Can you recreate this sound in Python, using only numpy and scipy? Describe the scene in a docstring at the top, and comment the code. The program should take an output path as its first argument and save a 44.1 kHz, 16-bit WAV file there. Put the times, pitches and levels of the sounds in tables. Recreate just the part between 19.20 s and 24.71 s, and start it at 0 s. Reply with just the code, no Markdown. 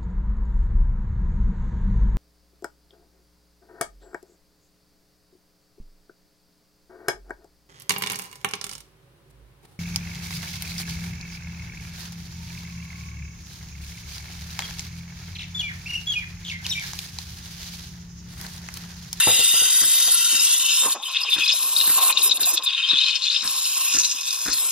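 """A steam wand froths milk in a steel pitcher on a kitchen coffee machine, close to a two-port microphone.
The jet hisses while its tip is clear of the milk; under the milk, collapsing steam screeches and pops.
The pitcher rings with both, its air whistles at first, and the churning milk gurgles and glugs.
Early on the pitcher knocks the machine and rings the drip tray. Behind it the water pump thumps
about twice a second, over a faint room rumble."""
import sys
import numpy as np
from scipy import signal
from scipy.fft import rfft, irfft, next_fast_len
from scipy.io import wavfile
from scipy.ndimage import uniform_filter1d

SR = 44100
rng = np.random.default_rng(int(sys.argv[2]) if len(sys.argv) > 2 else 0)


def master(y):
    """Save y as 16-bit WAV."""
    cut = np.clip(np.atleast_2d(y).T, -1, 1)
    pcm = np.round(cut * 32767)  # scale
    wavfile.write(sys.argv[1], SR, pcm.astype(np.int16))


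N = 242991
TIME = np.arange(N) / SR
SLOW = TIME[::32]  # time steps of the controls


def jet():
    """Turbulent hiss with drifting patches, and the crackle of the foam that the jet tears."""
    # spectrum of the hiss: f/Hz, level/dB
    hiss_spectrum = [(150, -31), (900, -8.5), (2100, -11.5), (2700, -3), (4300, -1), (6000, -3.5),
                     (8000, 4.5), (11000, 5.5), (13000, 2), (14300, -9), (15600, -58)]
    # colour of the jet: t/s, bright band f/Hz, tilt above 7 kHz/(dB per octave)
    jet_colour = [(0, 9640, 1), (.8, 9350, 6), (1.7, 10850, 3.5), (2.2, 9100, 11), (2.6, 12640, 11),
                  (3.4, 12000, 12.5), (3.6, 8400, -40), (4.1, 8700, -3), (4.4, 9700, 12), (5.51, 8350, 3.5)]
    # crackle of tearing foam: t/s, level/dB
    foam_levels = [(0, -27), (1.2, -21.5), (1.72, -23.5), (1.76, -28.5), (1.85, -35.5), (2.05, -37),
                   (2.3, -26.5), (2.65, -29), (2.8, -25.5), (3.05, -25.5), (3.35, -25), (3.4, -39),
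                   (3.55, -68), (3.8, -38), (3.95, -34), (4.25, -29.5), (4.6, -25.5), (4.7, -23.5),
                   (4.73, -21), (4.775, -19), (4.8, -21.5), (4.86, -19.5), (4.88, -24.5), (4.91, -19),
                   (4.95, -28), (5.06, -28.5), (5.09, -25.5), (5.16, -27), (5.29, -25.5), (5.33, -20),
                   (5.36, -42), (5.51, -27.5)]
    frames, hz = N // 128 + 5, np.fft.rfftfreq(512, 1 / SR)[:, None]
    real, imag, patches, bands = rng.standard_normal((frames, 257, 4)).T
    bands = unit(uniform_filter1d(uniform_filter1d(bands, 2, 0), 70, 1))  # narrow, slow interference
    patches = unit(uniform_filter1d(uniform_filter1d(patches, 5, 0), 16, 1))
    texture = amp(2.6 * patches + 2.4 * bands)
    bright_hz, tilt = follow(jet_colour, np.arange(frames) * 128 / SR)
    hump_db = 1.8 * np.exp(-((hz - bright_hz) / 900) ** 2)
    shape = amp(read(hiss_spectrum, hz) + hump_db + tilt * np.log2(np.maximum(hz, 7000) / 7000))
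    shape /= np.sqrt((shape[93:168] ** 2).sum(0))  # even power from 8 to 14.4 kHz
    hiss = unit(signal.istft((real + 1j * imag) * shape * texture, nperseg=512, noverlap=384)[1][:N])
    foam_db, = follow(foam_levels, TIME)
    foam = band(spray(7000, 2.6), 5600, 3000, 3000)
    spurts = amp(1.5 * flutter(.0068))
    crackle = amp(foam_db + 2.2 * flutter(.003)) * foam
    return spurts * steam_supply() * (tip_clearance() * hiss + crackle)


def tip_clearance():
    """Gain of the hiss: faint under the milk, loud while the tip is clear."""
    # spells with the tip clear: t/s, length/s, first level/dB, last level/dB
    clear_spells = [(0, 1.463, -13, -15.5), (1.453, 0.28, -22, -9.5), (1.815, 0.068, -23, -29),
                    (1.9, 0.03, -32, -33), (2, 0.044, -17, -38), (2.084, 0.078, -30, -21.5),
                    (2.181, 0.049, -27, -31), (2.232, 0.034, -26.5, -25), (2.322, 0.33, -20, -13.5),
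                    (2.652, 0.26, -12, -11.5), (2.968, 0.048, -22, -27), (3.018, 0.064, -6, -14.5),
                    (3.133, 0.039, -2.5, -10), (3.193, 0.041, -9, -15), (3.245, 0.066, -11.5, -11),
                    (3.325, 0.024, -13.5, -13.5), (3.432, 0.018, -9, -17.5), (4.232, 0.45, -22, -20.5),
                    (4.6, 0.14, -23, -31), (4.695, 0.39, -22.5, -34), (5.051, 0.25, -26, -24),
                    (5.322, 0.21, -17, -20.5)]
    gain = np.full(len(SLOW), amp(-47))  # tip covered
    for start, length, first_db, last_db in clear_spells:
        gate, progress = spell(start, length, rise_s=.015, fall_s=.004)
        gain += gate * amp(first_db + (last_db - first_db) * progress)
    return per_sample(gain)


def steam_supply():
    """Gain of the steam, which falters for moments."""
    # lulls in the steam: t/s, half-width/s, level/dB
    lulls = [(0.116, 0.031, 0), (1.388, 0.025, -2.5), (1.441, 0.016, -4), (1.685, 0.028, -6),
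             (1.795, 0.06, -11), (2.938, 0.017, -10.5), (2.031, 0.012, -5), (2.159, 0.0093, -9),
             (2.621, 0.012, -3), (2.801, 0.0079, -8), (3.017, 0.0088, -2.5), (3.142, 0.016, -13),
             (3.18, 0.018, -15), (3.402, 0.0086, -7), (3.517, 0.0086, -6.5), (3.985, 0.014, -1.5),
             (4.1, 0.0053, -13), (3.73, 0.0042, -1), (3.796, 0.0066, -4.5), (4.94, 0.015, -3.5)]
    dips_db = sum(db * np.exp(-((SLOW - s) / width) ** 2) for s, width, db in lulls)
    return per_sample(amp(dips_db))


def screech():
    """A cloud of collapsing bubbles rings at a wandering pitch; single bubbles squeak out of it."""
    gain, hz = bubble_cloud()
    collapses = spray(6000, 1.9)
    haze = band(collapses, hz, 1770, 1570)
    squeaks = np.zeros(N)
    for ratio in (.85, .95, 1.0, 1.06, 1.38):
        pitch = hz * ratio * (1 + .071 * flutter(.018))
        voice = band(collapses, pitch, 420, 450)
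        squeaks += amp(7.3 * flutter(.031) - 10.6 * abs(np.log2(ratio))) * voice
    squeaks /= np.sqrt(uniform_filter1d(squeaks ** 2, size=1500))  # they share one supply of steam
    flicker = amp(1.5 * flutter(.0015) + 1.3 * flutter(.017))
    return gain * steam_supply() * flicker * (.2 * unit(squeaks) + .28 * haze)


def bubble_cloud():
    """Gain and pitch of the screech: a slow drift that surges take over."""
    # steam collapsing under the milk: t/s, level/dB, f/Hz
    drift = [(0.0, -20, 3400), (0.2, -16, 3740), (0.26, -21, 3340), (0.66, -20.5, 3630), (1.4, -24.5, 3620),
             (1.78, -24.5, 3260), (2.09, -19, 3200), (2.58, -26, 3540), (2.9, -21, 2900), (2.95, -21, 3700),
             (3.42, -33, 3530), (3.65, -25.5, 3200), (3.7, -20, 3800), (3.99, -26.5, 3600),
             (4.28, -26, 3520), (4.71, -25.5, 2880), (4.8, -30, 4130), (4.99, -22, 3220),
             (5.05, -27.5, 3900), (5.51, -40, 3060)]
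    # surges of the screech: t/s, length/s, level/dB, f/Hz
    surges = [(1.4, 0.04, -19, 3350), (1.484, 0.069, -18, 3500), (1.941, 0.02, -22, 3040),
              (2.117, 0.035, -20, 3340), (2.191, 0.019, -16.5, 3050), (2.256, 0.058, -15.5, 3560),
              (2.778, 0.0077, -15, 3600), (2.892, 0.013, -16, 3080), (2.96, 0.013, -22, 3540),
              (3.118, 0.018, -14, 3860), (3.23, 0.02, -34, 3800), (3.357, 0.0092, -16.5, 3840),
              (3.456, 0.069, -14.5, 3450), (3.518, 0.043, -24.5, 3330), (3.57, 0.092, -21, 3200),
              (3.672, 0.062, -19, 3490), (3.774, 0.11, -15, 3590), (3.853, 0.053, -18.5, 3740),
              (3.918, 0.055, -24, 3280), (4.01, 0.055, -15, 3920), (4.093, 0.059, -15.5, 3800),
              (4.137, 0.027, -19, 3500), (4.694, 0.02, -36, 3100), (4.88, 0.034, -39, 4620),
              (5.066, 0.034, -21.5, 4180), (5.297, 0.077, -25.5, 4340)]
    level_db, hz = follow(drift, SLOW)
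    gain = amp(level_db)
    for start, length, db, surge_hz in surges:
        gate, _ = spell(start, length, rise_s=.0074, fall_s=.023)
        gain += amp(db) * gate
        hz += (surge_hz - hz) * gate
    return per_sample(gain), per_sample(hz)


def pops():
    """Single steam bubbles collapse with a broad crack and a brief ring."""
    # single collapses: t/s, level/dB, f/Hz, length/s
    collapses = [(0.878, -16, 3480, 0.03), (1.363, -13, 4970, 0.0093), (1.399, -21, 3100, 0.014),
                 (1.6944, -13, 3800, 0.005), (1.72, -12, 4250, 0.011), (1.826, -17, 3590, 0.013),
                 (1.8526, -16, 3070, 0.031), (1.955, -21, 2640, 0.0067), (1.968, -8.5, 3400, 0.0066),
                 (2.012, -14.5, 5130, 0.0083), (2.031, -11, 5020, 0.01), (2.085, -17.5, 2810, 0.0096),
                 (2.118, -7.5, 3524, 0.031), (2.183, -14, 3660, 0.0097), (2.203, -12, 3400, 0.047),
                 (2.221, -13.5, 2590, 0.013), (2.2322, -29, 2530, 0.022), (2.235, -13.5, 4960, 0.016),
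                 (2.277, -7, 4900, 0.01), (2.282, -5, 3525, 0.027), (2.317, -7, 5000, 0.014),
                 (2.563, -7.5, 3770, 0.0087), (2.57, -9, 4570, 0.014), (2.587, -12, 4270, 0.005),
                 (2.603, -7.5, 3700, 0.0049), (2.6126, -6, 3660, 0.0031), (2.62, -13, 3700, 0.0058),
                 (2.656, -15, 3850, 0.0069), (2.899, -18, 2630, 0.0073), (2.9265, -10, 4070, 0.0071),
                 (2.952, -22, 2830, 0.05), (2.971, -3.5, 3870, 0.0094), (3.017, -8, 4040, 0.0077),
                 (3.095, -12, 3830, 0.0084), (3.11, -1.5, 4100, 0.0051), (3.115, -3.5, 3800, 0.012),
                 (3.17, -11.5, 3880, 0.0081), (3.205, -18, 3800, 0.0098), (3.2317, -4, 4230, 0.0054),
                 (3.243, -7, 3820, 0.0091), (3.372, -6, 4260, 0.0056), (3.3767, -5, 3700, 0.0043),
                 (3.424, -13.5, 3950, 0.0045), (3.455, -10, 4040, 0.019), (3.466, -7.5, 3560, 0.028),
                 (3.525, -16, 3800, 0.027), (3.547, -15, 3690, 0.017), (3.576, -11, 3110, 0.028),
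                 (3.631, -5.5, 3180, 0.034), (3.704, -7.5, 3840, 0.016), (3.733, -8, 3520, 0.017),
                 (3.756, -7, 3370, 0.012), (3.77, -9, 3650, 0.01), (3.7823, -6, 3680, 0.014),
                 (3.813, -9, 3730, 0.021), (3.8375, -6.5, 3660, 0.008), (3.868, -22, 3700, 0.01),
                 (3.89, -20, 3900, 0.0039), (3.887, -22, 2440, 0.016), (3.91, -30, 3760, 0.0078),
                 (3.95, -18, 4770, 0.0072), (3.955, -9, 5190, 0.013), (4.018, -14, 3630, 0.015),
                 (4.04, -9.5, 4130, 0.0084), (4.052, -24, 2560, 0.023), (4.066, -8, 3520, 0.0099),
                 (4.078, -9.5, 3570, 0.016), (4.098, -8, 4000, 0.01), (4.13, -18, 4640, 0.013),
                 (4.163, -6, 3560, 0.0061), (4.17, -16, 3930, .012), (4.179, -20, 5200, .01),
                 (4.205, -14.5, 3920, 0.009), (4.277, -4, 4550, 0.0032), (4.442, -13, 5100, 0.0074),
                 (4.454, -8.5, 5100, 0.0057), (4.694, -28, 2540, 0.014), (4.714, -28, 2450, 0.017),
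                 (4.786, -3.5, 5400, 0.0036), (4.787, -5.5, 7000, .008), (4.798, -4, 5250, 0.0037),
                 (4.81, -7.5, 5260, 0.0077), (4.831, -12, 4160, 0.011), (4.844, -16, 4000, 0.0058),
                 (4.8478, -5.5, 4200, 0.007), (4.852, -8, 5150, 0.005), (4.899, -12.5, 5300, 0.0063),
                 (4.912, -30, 4330, 0.0041), (5.033, -14, 3500, 0.0018), (5.077, -9, 5000, 0.0042),
                 (5.107, -8, 4950, 0.0043), (5.128, -12.5, 5300, 0.0042), (5.283, -13, 3900, 0.003),
                 (5.315, -11.5, 5160, 0.0082), (5.324, -21, 4640, 0.0042), (5.3305, -14, 4300, 0.01),
                 (5.384, -13, 3770, 0.0035)]
    out, t = np.zeros(N), np.arange(2600) / SR
    for s, db, hz, length in collapses:
        noise = rng.standard_normal(len(t))
        length = max(length, .002)
        age = t / length
        width_hz = 5.5 / length * (hz / 3600) ** .69  # short and high pops are broad ones
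        ring = band(noise, hz, width_hz, width_hz)
        crack = .25 * band(noise, hz, 2000, 2000) * np.exp(-4 * age)
        pop = (ring + crack) * np.sqrt(age) * np.exp(-1.59 * age ** 2)
        add(out, s - .001, amp(db) * pop / abs(pop).max())
    return out


def pitcher(x):
    """The vessel's modes change as it is lowered and the milk detunes them; the mouth shapes the sound."""
    # wall and air modes, peaks and dips: f/Hz, width/Hz, level held high/dB, level lowered/dB
    modes = [(1365, 41, 8, 6), (2038, 160, 5, -27), (2537, 20, -31, 10.5), (2776, 20, 6.5, 10),
             (2860, 120, -1, -9), (3088, 60, 9.5, 6), (3235, 95, 7.5, -3), (3470, 30, -3, 2.5),
             (3612, 71, 5, 7.5), (3825, 94, 5, 3.5), (4020, 160, -21, 4.5), (4330, 210, 4, 4),
             (4480, 190, -5, -1), (4610, 72, -5, 2), (4780, 78, 10.5, -1), (5050, 46, -1.5, 4),
             (5000, 130, -20, 2.5), (5307, 50, 3.5, 4.5), (5370, 290, -11, -2.5), (6000, 88, 5, 4),
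             (6156, 106, 9, 7), (6680, 65, 6.5, 1.5), (6760, 140, 2, 5.5), (9900, 54, 7, 0.5),
             (11180, 110, 2, 3), (11050, 43, 4, -2)]
    # response of the pitcher's mouth: f/Hz, level/dB
    mouth = [(120, -18.5), (900, -54), (1400, -0.5), (1750, -2), (2120, -3.5), (2330, -6), (2500, 0.36),
             (3300, -5.5), (3800, -2.37), (4550, -7.5), (5150, -2.4), (5650, -5), (6300, -5), (7500, 1),
             (9000, -1)]
    lowered = np.interp(TIME, [.9, 1.8], [0, 1])
    rings = np.zeros(N)
    for hz, width_hz, high_db, low_db in modes:
        gain = amp(high_db + (low_db - high_db) * lowered + 2.2 * flutter(.1)) - 1
        detuned_hz = hz * (1 + .006 * flutter(.2))
        rings += gain * resonate(x, detuned_hz, max(width_hz, 60))  # the milk damps every wall mode
    return coloured(x + rings, lambda hz: amp(read(mouth, hz) - 4))


def whistles():
    """Turbulence rings in fuzzy, wavering, gliding air modes until the milk covers the tip."""
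    # air modes blown by the jet deep in the pitcher: t/s, length/s, f/Hz, end f/Hz, level/dB, fade/dB
    air_modes = [(0, .42, 2740, 2880, -27, -4), (.42, .3, 3100, 3150, -34, -2),
                 (.93, .42, 2760, 2780, -31, -1), (.95, .2, 3080, 3060, -34, -3),
                 (1.25, .11, 3350, 3450, -30, 0), (1.4, .27, 2980, 3150, -31, -3),
                 (1.4, .3, 2780, 2650, -34, -2), (0, .52, 3620, 3680, -29, -3),
                 (0, .5, 3860, 3800, -34, -3), (.52, .72, 3660, 3720, -34.5, 0),
                 (1.46, .2, 3600, 3680, -31, -1), (.03, .9, 4800, 4780, -34, -3),
                 (.1, .7, 5330, 5330, -37, -2), (1.14, .12, 5000, 5180, -32, 2),
                 (1.46, .1, 5000, 5050, -32, -1), (1.5, .1, 5300, 5400, -33, -1),
                 (.25, .55, 6240, 6240, -33, -1), (.95, .14, 5900, 5900, -32, -3),
                 (.368, .215, 1490, 1490, -39, -3), (.033, 1.4, 1970, 1970, -40, -9)]
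    edge_s, width_hz, covered_at_s = .03, 120, 1.745
    out = np.zeros(N)
    for start, length, first_hz, end_hz, db, fade_db in air_modes:
        gate, progress = spell(start, length, rise_s=edge_s, fall_s=edge_s / 2)
        span = slice(round(start * SR), round((start + length + 4 * edge_s) * SR))
        glide_hz = per_sample(first_hz + (end_hz - first_hz) * progress)
        hz = (glide_hz * (1 + .005 * flutter(.05)))[span]
        ring = band(rng.standard_normal(len(hz)), hz, width_hz, 2 * width_hz)
        gain = per_sample(gate * amp(db + fade_db * progress)) * amp(2 * flutter(.022))
        out[span] += gain[span] * ring
    return out * steam_supply() * np.clip((covered_at_s - TIME) / .02, 0, 1)


def churn():
    """Bubbling drives the air column above the milk; large bubbles glug with a rising pitch."""
    # large bubbles bursting: t/s, level/dB, starting f/Hz, t60/s, air column level/dB
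    glugs = [(0.877, -36, 740, 0.078, -39), (1.653, -12, 420, 0.032, -31), (1.747, -26, 650, 0.031, -51),
             (1.764, -36, 600, 0.058, -43), (1.794, -35, 783, 0.13, -45), (2.043, -39, 780, 0.068, -31),
             (2.079, -43, 423, 0.13, -56), (2.337, -31.5, 650, 0.034, -41.5), (2.778, -27, 732, 0.085, -21),
             (2.832, -24, 708, 0.069, -28), (2.899, -40, 795, 0.032, -13), (3.053, -36, 392, 0.19, -36.5),
             (3.181, -32, 687, 0.057, -33), (3.218, -30, 302, 0.097, -43), (3.267, -29, 690, 0.094, -33),
             (3.332, -29, 310, 0.073, -48), (3.398, -59, 840, 0.079, -30), (4.941, -41, 267, 0.06, -51)]
    column_hz = 1057
    column_gain, slosh_gain = churn_gains()
    column = band(spray(3000, 2.8), column_hz, 85, 900)
    slosh = resonate(spray(900, 1.0), 480 * amp(3.8 * flutter(.022)), 670)
    slosh = unit(resonate(slosh, 490, 1200))
    out = amp(2 * flutter(.035)) * (column_gain * column + slosh_gain * slosh)
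    t = np.arange(6000) / SR
    for s, db, hz, t60, ring_db in glugs:
        noise = rng.standard_normal(len(t))
        wobble = 1 + .5 * unit(uniform_filter1d(noise, size=120))  # the foam shakes each bubble
        bubble = amp(db + 1) * np.sin(2 * np.pi * hz * (t + 2.3 * t ** 2))
        ring = amp(ring_db + 6) * np.sin(2 * np.pi * column_hz * t)
        envelope = np.minimum(t / .0073, 1) * amp(-60 * t / t60)
        add(out, s, envelope * wobble * (bubble + ring))
    return coloured(out, lambda hz: hz ** 3 / (hz ** 3 + 260 ** 3))  # too small a vessel to radiate bass


def churn_gains():
    """Gains of the air column and of the slosh: a slow drift with gurgles on top."""
    # churning milk: t/s, air column level/dB, slosh level/dB
    drift = [(0.0, -46, -54.5), (0.17, -52, -37), (0.26, -47.5, -53.5), (0.8, -50, -49.5),
             (0.9, -49, -60.5), (1.47, -48, -56), (1.63, -48, -67), (1.82, -46.5, -54), (2.04, -47.5, -69),
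             (2.49, -43, -52), (2.87, -39, -46), (3.25, -51, -47.5), (3.44, -47.5, -69), (4.19, -52.5, -61),
             (4.45, -46, -62), (4.62, -41.5, -55), (4.93, -50.5, -61), (5.51, -46, -51.5)]
    # gurgles: t/s, length/s, air column level/dB, slosh relative to it/dB
    gurgles = [(1.613, 0.07, -32, -6), (1.74, 0.021, -36.5, 3.5), (1.871, 0.016, -34.5, -32),
               (2.005, 0.064, -46, -9), (2.152, .03, -45, -10), (2.756, 0.037, -32.5, -13),
               (2.802, 0.085, -38.5, -8), (2.887, 0.1, -47, -15), (3.011, 0.029, -42, -31),
               (3.277, 0.064, -39.5, -4), (3.381, 0.02, -43, 2.5), (3.686, 0.049, -49, -10),
               (4.23, 0.17, -46.5, -16), (5.253, 0.016, -54, 6)]
    column, slosh = amp(follow(drift, SLOW))
    for start, length, db, slosh_db in gurgles:
        gate, _ = spell(start, length, rise_s=.024, fall_s=.013)
        column += amp(db) * gate
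        slosh += amp(db + slosh_db) * gate
    return per_sample(column), per_sample(slosh)


def knocks():
    """Each soft knock rings the drip tray, which goes on rattling briefly."""
    # pitcher against the machine: t/s, level/dB, brightness/(dB per octave)
    blows = [(0.071, -8.5, 2.5), (0.191, -22.5, 2), (0.338, -25.5, 3), (0.417, -26.5, 1.5),
             (0.873, -33.5, 2.5)]
    # modes of the drip tray: f/Hz, level/dB, t60/s
    tray_modes = [(105, 2.5, 0.26), (165, -1, 0.2), (268, -26, 0.13), (419, -10, 0.25), (497, 12, 0.069),
                  (657, 4.5, .06), (740, 16.5, 0.029), (880, 7, 0.025), (1100, 5.5, 0.02), (1276, 4, 0.06)]
    blow_s, rattle_s = .0006, .028
    out, t = np.zeros(N), np.arange(12000) / SR
    blow = t / blow_s * np.exp(1 - t / blow_s)
    for s, db, tilt in blows:
        rattle = rng.standard_normal(len(t)) * np.exp(-t / rattle_s)
        tray = sum(amp(mode_db + tilt * np.log2(hz / 480) - 60 * t / t60) * np.sin(2 * np.pi * hz * t)
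                   for hz, mode_db, t60 in tray_modes)
        ring = signal.fftconvolve(blow + rattle, tray)[:len(t)]
        add(out, s + .0009, amp(db) * ring / abs(ring).max())
    return coloured(out, lambda hz: (1j * hz / (1j * hz + 90)) ** 3)  # the tray radiates no deep bass


def pump():
    """A few piston strokes at mains pace shake the housing, and the counter under it thuds."""
    # pump cycles: t/s, level/dB, counter thud level/dB
    cycles = [(0.615, -44, -52), (1.13, -46.5, -61), (1.633, -48.5, -61), (2.165, -45, -67),
              (2.676, -44, -59), (3.196, -49, -71), (3.714, -47.5, -65), (4.232, -46.5, -57),
              (4.748, -42.5, -52), (5.262, -40, -46)]
    # piston strokes within a cycle: t/s, level/dB
    strokes = [(0, 4.5), (0.021, 7.5), (0.041, -4.5), (.065, -20)]
    # spectrum of the housing: f/Hz, level/dB
    housing = [(35, -16), (75, -27), (165, 0), (225, -7), (290, 5.5), (370, -4), (600, -10), (1000, -11),
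               (1500, 4.5), (2200, -5), (4000, -44)]
    out, t = np.zeros(N), np.arange(6000) / SR
    for s, db, thud_db in cycles:
        noises = rng.standard_normal((len(strokes), len(t)))
        for (delay, stroke_db), noise in zip(strokes, noises):
            shake = unit(coloured(noise, lambda hz: amp(read(housing, hz))))
            hit = shake * t / .0086 * np.exp(1 - t / .0045)
            tail = shake[::-1] * np.exp(-t / .042)
            add(out, s + delay - .004, amp(db + stroke_db + 9.5) * hit)
            add(out, s + delay - .006, amp(db + stroke_db - 2.5) * tail)
        thud = band(noises[0], 50, 60, 60) * t / .025 * np.exp(1 - t / .022)
        add(out, s - .006, amp(thud_db) * thud)
    return out


def room_tone():
    """The kitchen's faint, slowly swelling rumble."""
    # spectrum of the rumble: f/Hz, level/dB
    rumble = [(13, -48), (22, -37), (43, -11), (119, 9), (171, -47), (249, 11.5), (400, 6.5), (520, -31),
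              (880, -120)]
    gain = amp(-74 + 1.5 * flutter(.22))
    return gain * unit(coloured(rng.standard_normal(N), lambda hz: amp(read(rumble, hz))))


def microphone(x):
    """Two close ports hear the treble at unlike level and phase, with echoes that shift as the pitcher sways."""
    # left port relative to right: f/Hz, level/dB
    port_level = [(1700, 0), (2700, 3.8), (4200, 7.5), (6200, 4), (8500, .8), (11000, 0)]
    # left port relative to right: f/Hz, phase/rad
    port_phase = [(1900, 0), (2600, -.1), (3300, -.45), (4500, -1.2), (5250, -1.4), (5800, -2.2),
                  (7400, -2.5), (8200, -2.9), (11000, -3.2), (15000, -3.2)]
    # colour of the echoes: f/Hz, level/dB
    echo_colour = [(100, -26), (800, -46), (1800, -41), (2600, -15.5), (3500, -4), (5500, -3.5),
                   (9000, -7.5), (14000, -10.5)]
    echo_t60_s, sway_hz = .06, .65
    side = np.array([[.5], [-.5]])
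    direct = coloured(x, lambda hz: amp(side * read(port_level, hz))
                      * np.exp(1j * side * read(port_phase, hz)))
    tails = rng.standard_normal((3, 2, 6000)) * amp(-60 * np.arange(6000) / SR / echo_t60_s)
    echoes = np.zeros((2, N))
    for k, tail in enumerate(tails):
        sway = np.sqrt(2 / 3) * np.cos(2 * np.pi * sway_hz * TIME + np.pi * k / 3)  # equal-power fades
        echoes += signal.oaconvolve((x * sway)[None], tail / np.linalg.norm(tail[0]), axes=1)[:, :N]
    return direct + coloured(echoes, lambda hz: amp(read(echo_colour, hz)))


def amp(db):
    """Decibels to gain."""
    return 10 ** (np.asarray(db) / 20)


def unit(x):
    """Scales to an rms of one."""
    return x / np.sqrt(np.mean(x ** 2) + 1e-20)


def read(points, hz):
    """Reads a spectrum table on a log-frequency axis."""
    f, value = np.transpose(points)
    return np.interp(np.log(hz + 1), np.log(f + 1), value)


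def follow(rows, t):
    """Columns of a control table at the times t."""
    s, *columns = np.transpose(rows)
    return [np.interp(t, s, c) for c in columns]


def per_sample(control):
    """A slow control at every sample."""
    return np.interp(TIME, SLOW, control)


def spell(start, length, rise_s, fall_s):
    """A gate that opens, holds and dies away; and the share of its length that has passed."""
    t = SLOW - start
    opening = np.clip(t / rise_s + (start <= 0), 0, 1)
    closing = np.exp(-np.maximum(t - length, 0) / fall_s)
    return opening * closing, np.clip(t / length, 0, 1)


def add(mix, s, sound):
    """Mixes a sound in at s seconds."""
    part = mix[round(s * SR):][:len(sound)]
    part += sound[:len(part)]


def resonate(x, hz, width_hz):
    """A resonance of gain one that can follow a moving pitch."""
    turn = np.exp(2j * np.pi * np.cumsum(hz * np.ones(len(x))) / SR)
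    pole = np.exp(-np.pi * width_hz / SR)
    return 2 * (turn * signal.lfilter([1 - pole], [1, -pole], x / turn + 1e-18)).real


def band(x, hz, first_width_hz, second_width_hz):
    """Two resonances in series at one pitch, scaled to an rms of one."""
    return unit(resonate(resonate(x, hz, first_width_hz), hz, second_width_hz))


def coloured(x, response):
    """Filters by a function of frequency."""
    size = next_fast_len(x.shape[-1] + 4096)
    return irfft(rfft(x, size) * response(np.fft.rfftfreq(size, 1 / SR)), size)[..., :x.shape[-1]]


def flutter(seconds):
    """Random wander of rms one that changes over about this long."""
    steps, size = TIME[::16], max(round(seconds * SR / 16), 2)
    smooth = uniform_filter1d(uniform_filter1d(rng.standard_normal(len(steps)), size), size)
    return np.interp(TIME, steps, unit(smooth))


def spray(per_s, spread_db):
    """A train of tiny collapses, a few much larger than the rest."""
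    draw, size, sign = rng.random((3, N))
    strength = amp(-spread_db * np.log(size + .0016))
    return unit(strength * (draw < per_s / SR) * np.sign(sign - .5))


def scene():
    """The pitcher close to the microphone, the machine beside it, the kitchen behind."""
    frothing = pitcher(jet() + screech() + pops()) + whistles() + churn()
    return microphone(frothing + knocks() + pump() + room_tone())


def record(dry):
    """The loudest peaks saturate softly; then a steep low-pass cuts the top."""
    knee, headroom, edge_hz = .7, .25, 15620
    over = np.maximum(abs(dry) - knee, 0)
    soft = dry - np.sign(dry) * (over - headroom * np.tanh(over / headroom))
    low_pass = signal.firwin(511, edge_hz, window=("kaiser", 9), fs=SR)
    return signal.oaconvolve(soft, low_pass[None], "same")


dry = scene()
out = record(dry)
master(out)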